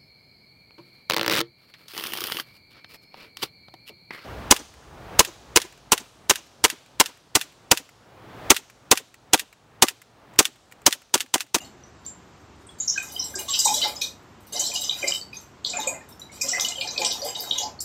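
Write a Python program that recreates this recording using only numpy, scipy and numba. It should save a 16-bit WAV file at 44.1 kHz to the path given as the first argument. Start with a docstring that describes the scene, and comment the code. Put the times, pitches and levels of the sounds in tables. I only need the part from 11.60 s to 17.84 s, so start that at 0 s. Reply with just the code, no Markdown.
"""Rinsing in a kitchen sink.

Hands rinse something in a bowl of water, a few metres away in a small, hard kitchen.
Each move sloshes the water and spills droplets into the ringing sink, as swarms of bubbles.
Wet squelches and single drops stand out, over a soft room rumble and hum."""
import sys
import numpy as np
from scipy import signal
from scipy.fft import rfft, irfft, next_fast_len
from scipy.io import wavfile
from scipy.ndimage import uniform_filter1d
from numba import njit

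SR = 44100
rng = np.random.default_rng(int(sys.argv[2]) if len(sys.argv) > 2 else 0)


def generate_wav(sig):
    """Save sig (samples, or channels by samples) to the path in sys.argv[1] as 16-bit PCM at SR."""
    pcm = np.round(np.clip(np.atleast_2d(sig).T, -1, 1) * 32767).astype(np.int16)
    wavfile.write(sys.argv[1], SR, pcm)


N = 275184
TIME = np.arange(N) / SR
TOP_HZ = 15800


def undb(db):
    """Decibels to gain."""
    return 10 ** (np.asarray(db) / 20)


def shape(x, gain):
    """Filter by a gain that is a function of frequency."""
    size = next_fast_len(len(x) + 2048)
    hz = np.maximum(np.fft.rfftfreq(size, 1 / SR), 1)
    return irfft(rfft(x, size) * gain(hz), size)[:len(x)]


def colour(x, points):
    """Filter by (Hz, dB) points."""
    hz, db = np.transpose(points)
    return shape(x, lambda f: undb(np.interp(np.log(f), np.log(hz), db)))


def drift(rate_hz):
    """Smooth random drift with a spread near 1."""
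    return np.interp(TIME * rate_hz, np.arange(1000), rng.standard_normal(1000))


def add(track, start_s, sound, db):
    """Mix in a short sound whose loudest 6 ms have the given level."""
    power = uniform_filter1d(sound ** 2, size=265).max()
    start = max(int(start_s * SR), 0)
    part = track[start:start + len(sound)]
    part += sound[:len(part)] * undb(db) / np.sqrt(power + 1e-18)


# Room noise spectrum. Each row: frequency in Hz, relative density in dB.
AIR_SPECTRUM = [(25, -37), (38, -13), (52, -9), (100, -3), (170, -3), (380, -5.5), (520, -11.5),
                (1000, -10), (2000, -18.5), (4000, -25), (7400, -29), (9500, -47.5), (15500, -101)]
# Hum tones. Each row: frequency in Hz, offset from the hum level in dB.
HUM_TONES = [(72, -4.5), (97, -9)]
# Hum level. Each row: time in seconds, level in dB.
HUM_LEVEL = [(0.0, -57), (0.8, -59), (0.97, -50), (1.2, -63), (1.74, -50), (2.0, -56.5), (4.6, -60),
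             (5.9, -58), (6.08, -51), (6.24, -49)]


def kitchen(air_db=-50.5, waver_db=2):
    """Soft rumble and hiss of the room, with a low wavering hum."""
    air = colour(rng.standard_normal(N), AIR_SPECTRUM)
    out = air * undb(air_db) / np.sqrt(np.mean(air ** 2))
    hum_db = np.interp(TIME, *np.transpose(HUM_LEVEL))
    for hz, offset_db in HUM_TONES:
        rms = undb(hum_db + offset_db + waver_db * drift(2.5))
        phase = 2 * np.pi * hz * TIME + 0.16 * drift(1.72)
        out += np.sqrt(2) * rms * np.sin(phase)
    return out


def room(wet_db, low_t60_s=0.22, high_t60_s=0.25, split_hz=6000, build_s=0.002):
    """Impulse response from the sink: direct sound, then dense reflections off cupboards and tiles."""
    t = TIME[:SR // 4]
    low, high = (rng.standard_normal(len(t)) * 1000 ** (-t / t60) for t60 in (low_t60_s, high_t60_s))
    tail = signal.lfilter(*signal.butter(2, split_hz, fs=SR), low)
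    tail += signal.lfilter(*signal.butter(2, split_hz, "high", fs=SR), high)
    tail *= 1 - np.exp(-t / build_s)
    response = tail * undb(wet_db) / np.linalg.norm(tail)
    response[0] += 1
    return response


@njit
def bubbles(starts, hz, life_s, sizes, rise, swell_s, samples):
    """Sum of bubbles: sines that swell, then die by 60 dB within their life while their pitch rises."""
    out = np.zeros(samples)
    for k in range(len(starts)):
        life, phase = life_s[k] * SR, 0.
        for i in range(min(int(life), samples - starts[k])):
            phase += 2 * np.pi * hz[k] / SR * (1 + rise * i / life)
            onset = 1 - np.exp(-(i / (swell_s * SR)) ** 2)
            out[starts[k] + i] += sizes[k] * np.sin(phase) * np.exp(-6.9 * i / life) * onset
    return out


# Single drops. Each row: start in seconds, pitch in Hz, level before trim in dB.
DROPS = [(0.002, 2820, -42), (0.236, 5870, -47.5), (1.089, 3315, -44), (1.358, 1606, -30.5),
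         (1.375, 1566, -25), (1.376, 2470, -21), (1.562, 3050, -27), (1.624, 4050, -34),
         (1.739, 1592, -35.5), (1.751, 371, -37.5), (1.79, 2870, -35), (1.881, 1097, -34.5),
         (1.886, 3470, -30.5), (2.054, 857, -20.5), (2.059, 1008, -26.5), (2.078, 2440, -31.5),
         (2.085, 828, -21.5), (2.142, 3850, -24), (2.218, 3025, -20.5), (2.228, 3860, -18.5),
         (2.24, 367, -50), (2.25, 837, -25), (2.365, 5090, -32.5), (2.415, 2445, -27.5), (2.95, 715, -37),
         (3.115, 2450, -36), (3.155, 2893, -24.5), (3.218, 3850, -28), (3.31, 3820, -23.5),
         (3.425, 368, -38.5), (3.428, 2394, -23.5), (3.432, 558, -26.5), (3.44, 2080, -24.5),
         (3.471, 2330, -27.5), (3.483, 7360, -21), (3.52, 3007, -19), (3.612, 4530, -32),
         (3.729, 2460, -36), (4.145, 2414, -40), (4.168, 7140, -24), (4.185, 856, -26), (4.264, 532, -27.5),
         (4.274, 2418, -25.5), (4.41, 1820, -46), (4.524, 5360, -47), (4.595, 5830, -45),
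         (4.616, 3890, -36), (4.695, 2180, -47), (4.812, 2448, -26.5), (4.835, 545, -37),
         (4.932, 1955, -24.5), (4.945, 2030, -21), (4.975, 1985, -34), (5.047, 2952, -22.5),
         (5.119, 2892, -29), (5.156, 3160, -31.5), (5.175, 538, -38), (5.182, 3000, -28),
         (5.212, 2420, -28), (5.24, 855, -38), (5.287, 3990, -29.5), (5.36, 2480, -33),
         (5.377, 2430, -29.5), (5.391, 362, -38), (5.39, 523, -33), (5.411, 846, -28), (5.415, 2410, -24),
         (5.459, 5530, -23), (5.62, 577, -29), (5.754, 3756, -28.5), (6.032, 844, -30.5),
         (6.19, 4420, -35.5)]


def drops(trim_db=-1):
    """Each drop traps one bubble that rings briefly, rising a little as it nears the surface."""
    out = np.zeros(N)
    for start_s, hz, db in DROPS:
        life_s = 22 / hz + 0.026
        note = bubbles(np.zeros(1, np.int64), np.array([float(hz)]), np.array([life_s]), np.ones(1),
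                       rise=0.045, swell_s=8 / hz, samples=SR // 10)
        add(out, start_s, signal.fftconvolve(note, room(wet_db=-2)), db + trim_db)
    return out


# Colour of spilling water. Each row: frequency in Hz, gain in dB.
WATER_COLOUR = [(150, 0), (300, -14.5), (600, 0.5), (1000, 4.5), (1400, -12.5), (2600, -5), (3200, 0.5),
                (5000, 11), (7600, 16.5), (8500, 8), (10000, 7), (13500, 20.5), (16000, 7)]
# Sink and bowl resonances. Each row: frequency in Hz, width in Hz, peak gain in dB.
SINK_MODES = [(365.3, 11, 9), (564, 25, 10.5), (726.5, 40, 13), (834, 55, 10.5), (1010, 28, 6),
              (1600, 34, 7.5), (2088, 61, 11.5), (2436, 54, 18.5), (2942, 140, 10.5), (3770, 90, 11.5),
              (4900, 26, 9), (5800, 90, 4.5), (6800, 21, 3), (7410, 324, 9)]


def sink(water):
    """Colour the water; the sink and bowl ring with it at their own pitches."""
    def gain(f):
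        return 1 + sum((undb(db) - 1) / (1 + 1j * (f * f - hz * hz) / (f * width_hz))
                       for hz, width_hz, db in SINK_MODES)
    return shape(colour(water, WATER_COLOUR), gain)


# Wet slaps and squelches. Each row: time in seconds, centre pitch in Hz, relative pitch spread,
# half-length in seconds, level before trim in dB.
SQUELCHES = [(0.462, 7260, 0.031, 0.007, -31.5), (1.067, 8560, 0.057, 0.0082, -47),
             (1.201, 6740, 0.039, 0.005, -21.5), (1.276, 5720, 0.092, 0.008, -18),
             (1.295, 6000, 0.13, 0.0066, -19.5), (1.594, 5500, 0.042, 0.0059, -21),
             (1.752, 6990, 0.33, 0.0072, -26.5), (1.881, 4660, 0.4, 0.02, -28),
             (1.931, 4030, 0.33, 0.021, -20.5), (1.99, 6700, 0.27, 0.005, -18),
             (1.994, 6780, 0.15, 0.012, -22), (2.053, 7340, 0.19, 0.0057, -16.5),
             (2.212, 3300, 0.32, 0.0082, -23), (2.237, 4140, 0.26, 0.013, -22.5),
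             (2.412, 4580, 0.3, 0.0093, -22), (2.96, 5030, 0.17, 0.008, -25.5),
             (2.994, 7480, 0.23, 0.0074, -19), (3.159, 4600, 0.4, 0.003, -24),
             (3.293, 3490, 0.12, 0.0015, -17), (3.476, 6620, 0.29, 0.007, -21),
             (4.047, 3930, 0.14, 0.0024, -21), (4.056, 3960, 0.15, 0.01, -28),
             (4.097, 6210, 0.33, 0.007, -28), (4.271, 7360, 0.082, 0.005, -21.5),
             (4.812, 6490, 0.24, 0.01, -20.5), (4.883, 6450, 0.21, 0.011, -20),
             (4.914, 5630, 0.047, 0.006, -22), (4.945, 5950, 0.27, 0.0098, -33),
             (4.996, 4780, 0.38, 0.0025, -21), (5.007, 5970, 0.12, 0.0039, -21.5),
             (5.046, 4470, 0.4, 0.0025, -24.5), (5.083, 5740, 0.46, 0.0065, -24),
             (5.208, 3450, 0.303, 0.005, -23), (5.272, 5100, 0.16, 0.0081, -28.5),
             (5.305, 6130, 0.056, 0.0079, -31), (5.377, 4300, 0.21, 0.0023, -20),
             (5.415, 4100, 0.44, 0.0055, -27.5), (5.446, 3840, 0.394, 0.0035, -19),
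             (5.446, 8460, 0.073, 0.008, -24), (5.461, 5430, 0.065, 0.007, -21.5),
             (5.504, 4190, 0.31, 0.014, -23), (5.616, 4660, 0.04, 0.0032, -29),
             (5.747, 4030, 0.3, 0.0073, -33), (5.791, 4840, 0.078, 0.012, -30),
             (5.909, 3400, 0.13, 0.0018, -16), (5.957, 3490, 0.13, 0.007, -28.5),
             (5.983, 6350, 0.085, 0.006, -22.5), (6.021, 5120, 0.19, 0.016, -28.5),
             (6.203, 7230, 0.4, 0.0047, -27)]


def squelches(count=64, lowest_hz=2700, scatter_db=2, trim_db=-1):
    """Water squeezed out under the hands bursts in a volley of tiny bubbles, which rings the sink."""
    out = np.zeros(N)
    ranks = (np.arange(count) + 0.5) / count
    arch = np.sin(np.pi * ranks ** 0.8) ** 2
    for time_s, centre_hz, spread, half_s, db in SQUELCHES:
        ratio = 2 ** (1.75 * spread)
        low_hz, high_hz = max(centre_hz / ratio, lowest_hz), min(centre_hz * ratio, TOP_HZ)
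        hz = rng.permutation(np.geomspace(low_hz, high_hz, count))
        starts = (2 * half_s * SR * (ranks + rng.random(count) / count)).astype(np.int64)
        sizes = arch * undb(scatter_db * rng.standard_normal(count))
        # A flat slap is choked at once and arrives mostly direct.
        is_slap = half_s < 0.003
        cycles, wet_db = (22.5, -2) if is_slap else (45, 1.5)
        volley = bubbles(starts, hz, cycles / hz, sizes, rise=0.04, swell_s=0.0018, samples=SR // 10)
        volley = sink(signal.fftconvolve(volley, room(wet_db)))
        add(out, time_s - 0.39 * half_s, volley, db + trim_db)
    return out


def swarm(flow_db, low_hz, high_hz, per_s, cycles, scatter_db, wet_db, flutter_db):
    """Random bubbles of one size range; the flow sets their level and flutters as the water breaks up."""
    when, pitch, life, size = rng.random((int(per_s * N / SR), 4)).T
    hz = low_hz * (high_hz / low_hz) ** pitch
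    life_s = cycles * (0.5 + life) / hz
    sizes = undb(-scatter_db * np.log(1 - 0.98 * size))
    water = sink(bubbles((when * N).astype(np.int64), hz, life_s, sizes,
                         rise=0.037, swell_s=0.0015 + 1 / low_hz, samples=N))
    # Bubbles that sound together share the flow.
    local_power = np.abs(uniform_filter1d(water ** 2, int(0.05 * SR)))
    water /= np.sqrt(local_power + np.mean(water ** 2) / 20)
    flow = undb(flow_db + flutter_db * drift(45))
    walls = room(wet_db)
    return signal.fftconvolve(water * flow, walls)[:N] / np.linalg.norm(walls)


def flow_power(moves, attack_s, sag_db_per_s, release_s):
    """Each move of water builds, sags and drains away. One power track per level column."""
    t = TIME[::50]
    power = 0
    for start_s, length_s, *levels_db in moves:
        age_s = np.maximum(t - start_s, 0)
        held = np.minimum(age_s / attack_s, 1) * undb(-sag_db_per_s * np.minimum(age_s, length_s))
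        drain = np.exp(-np.maximum(age_s - length_s, 0) / release_s)
        power = power + np.outer(undb(levels_db), held * drain) ** 2
    return np.array([np.interp(TIME, t, track) for track in power])


# Water running off the hands. Each row: start and length in seconds, slosh, gurgle, splash, spray in dB.
SPURTS = [(0.0, 0.017, -41, -49, -46.5, -61), (1.2, 0.32, -75, -65, -45, -62.5),
          (1.44, 0.65, -49.5, -61, -45.5, -53), (1.89, 0.35, -67, -51, -29, -44.5),
          (2.31, 0.17, -49, -58, -42.5, -56), (2.92, 0.33, -44.5, -52, -32.5, -51),
          (3.27, 0.28, -49.5, -47.5, -37, -49), (3.725, 0.046, -55.5, -61, -44, -59),
          (4.05, 0.19, -47.5, -58, -36.5, -61), (4.715, 0.14, -56, -56, -45.5, -57),
          (4.83, 0.287, -42, -47, -39.5, -49), (5.15, 0.31, -45, -50.5, -40.5, -57.5),
          (5.39, 0.32, -43, -51, -38, -50.5), (5.75, 0.27, -41.5, -50, -40.5, -56.5)]
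# Hands heaving the water in the bowl. Each row: start and length in seconds, slosh and gurgle in dB.
HEAVES = [(1.37, 0.03, -52, -39), (1.755, 0.022, -38, -45), (2.045, 0.13, -38.5, -51),
          (2.22, 0.045, -36, -39), (2.94, 0.054, -37, -66), (3.1, 0.028, -46, -54),
          (3.42, 0.015, -32.5, -36), (4.13, 0.052, -35.5, -36), (4.255, 0.051, -35, -40),
          (4.925, 0.052, -39, -33.5), (5.245, 0.01, -41.5, -43.5), (5.38, 0.055, -33.5, -42),
          (5.61, 0.07, -36, -43), (5.99, 0.069, -36, -53)]
# Handfuls of droplets hitting the sink. Each row: start in seconds, splash and spray in dB.
SPATTERS = [(0.044, -44, -59), (0.447, -44.5, -52), (1.005, -58, -68), (1.1, -51, -58), (1.184, -44, -52),
            (1.275, -35.5, -50), (1.32, -37, -67), (1.37, -28, -58), (1.423, -31.5, -40), (1.515, -55, -36),
            (1.639, -32.5, -36), (1.785, -27, -28.5), (1.986, -15, -25.5), (2.045, -17.5, -34),
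            (2.138, -13, -28), (2.275, -37, -34.5), (2.411, -20.5, -31), (2.62, -64, -59), (2.8, -71, -49),
            (2.866, -45, -47), (2.921, -27, -31.5), (2.99, -31, -34), (3.038, -25.5, -36),
            (3.135, -28, -32.5), (3.206, -32, -29.5), (3.471, -23, -38), (3.535, -25.5, -38),
            (3.806, -49, -51), (4.043, -32.5, -46), (4.196, -25.5, -44), (4.27, -35, -35.5),
            (4.485, -49, -45.5), (4.593, -44.5, -48.5), (4.811, -32, -37), (5, -25, -28), (5.044, -29, -38),
            (5.206, -37, -39.5), (5.443, -31, -46), (5.521, -43, -33.5), (5.644, -24.5, -32.5),
            (5.8, -40, -36), (5.977, -24, -33.5), (6.204, -40, -31)]


def rinsing(spatter_s=0.007, trickle_splash_db=-71, trickle_spray_db=-79.5):
    """Big air pockets slosh, smaller ones gurgle, droplets splash and their spray fizzes."""
    spatters = [(start_s, spatter_s, *levels_db) for start_s, *levels_db in SPATTERS]
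    power = flow_power(SPURTS, attack_s=0.0062, sag_db_per_s=4.5, release_s=0.012)
    power[:2] += flow_power(HEAVES, attack_s=0.009, sag_db_per_s=8, release_s=0.046)
    power[2:] += flow_power(spatters, attack_s=0.0055, sag_db_per_s=100, release_s=0.0095)
    power[2:] += undb([[trickle_splash_db], [trickle_spray_db]]) ** 2
    slosh_db, gurgle_db, splash_db, spray_db = 10 * np.log10(power + 1e-18)
    slosh = swarm(slosh_db, low_hz=240, high_hz=1200, per_s=380, cycles=16,
                  scatter_db=3.2, wet_db=3.5, flutter_db=1.5)
    gurgle = swarm(gurgle_db, low_hz=1200, high_hz=2700, per_s=400, cycles=26,
                   scatter_db=4.5, wet_db=1.5, flutter_db=4)
    splash = swarm(splash_db, low_hz=2850, high_hz=8200, per_s=900, cycles=110,
                   scatter_db=5.5, wet_db=4, flutter_db=3.5)
    spray = swarm(spray_db, low_hz=8200, high_hz=15500, per_s=2500, cycles=26,
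                  scatter_db=3.8, wet_db=2, flutter_db=4)
    return slosh + gurgle + splash + spray


def scene():
    """Sloshes, squelches and drops in the quiet kitchen, in mono."""
    return (rinsing() + squelches() + drops() + kitchen())[None]


def record(dry):
    """Steep low-pass on the top treble."""
    return signal.sosfilt(signal.ellip(10, 0.2, 80, TOP_HZ, fs=SR, output="sos"), dry)


dry = scene()
out = record(dry)
generate_wav(out)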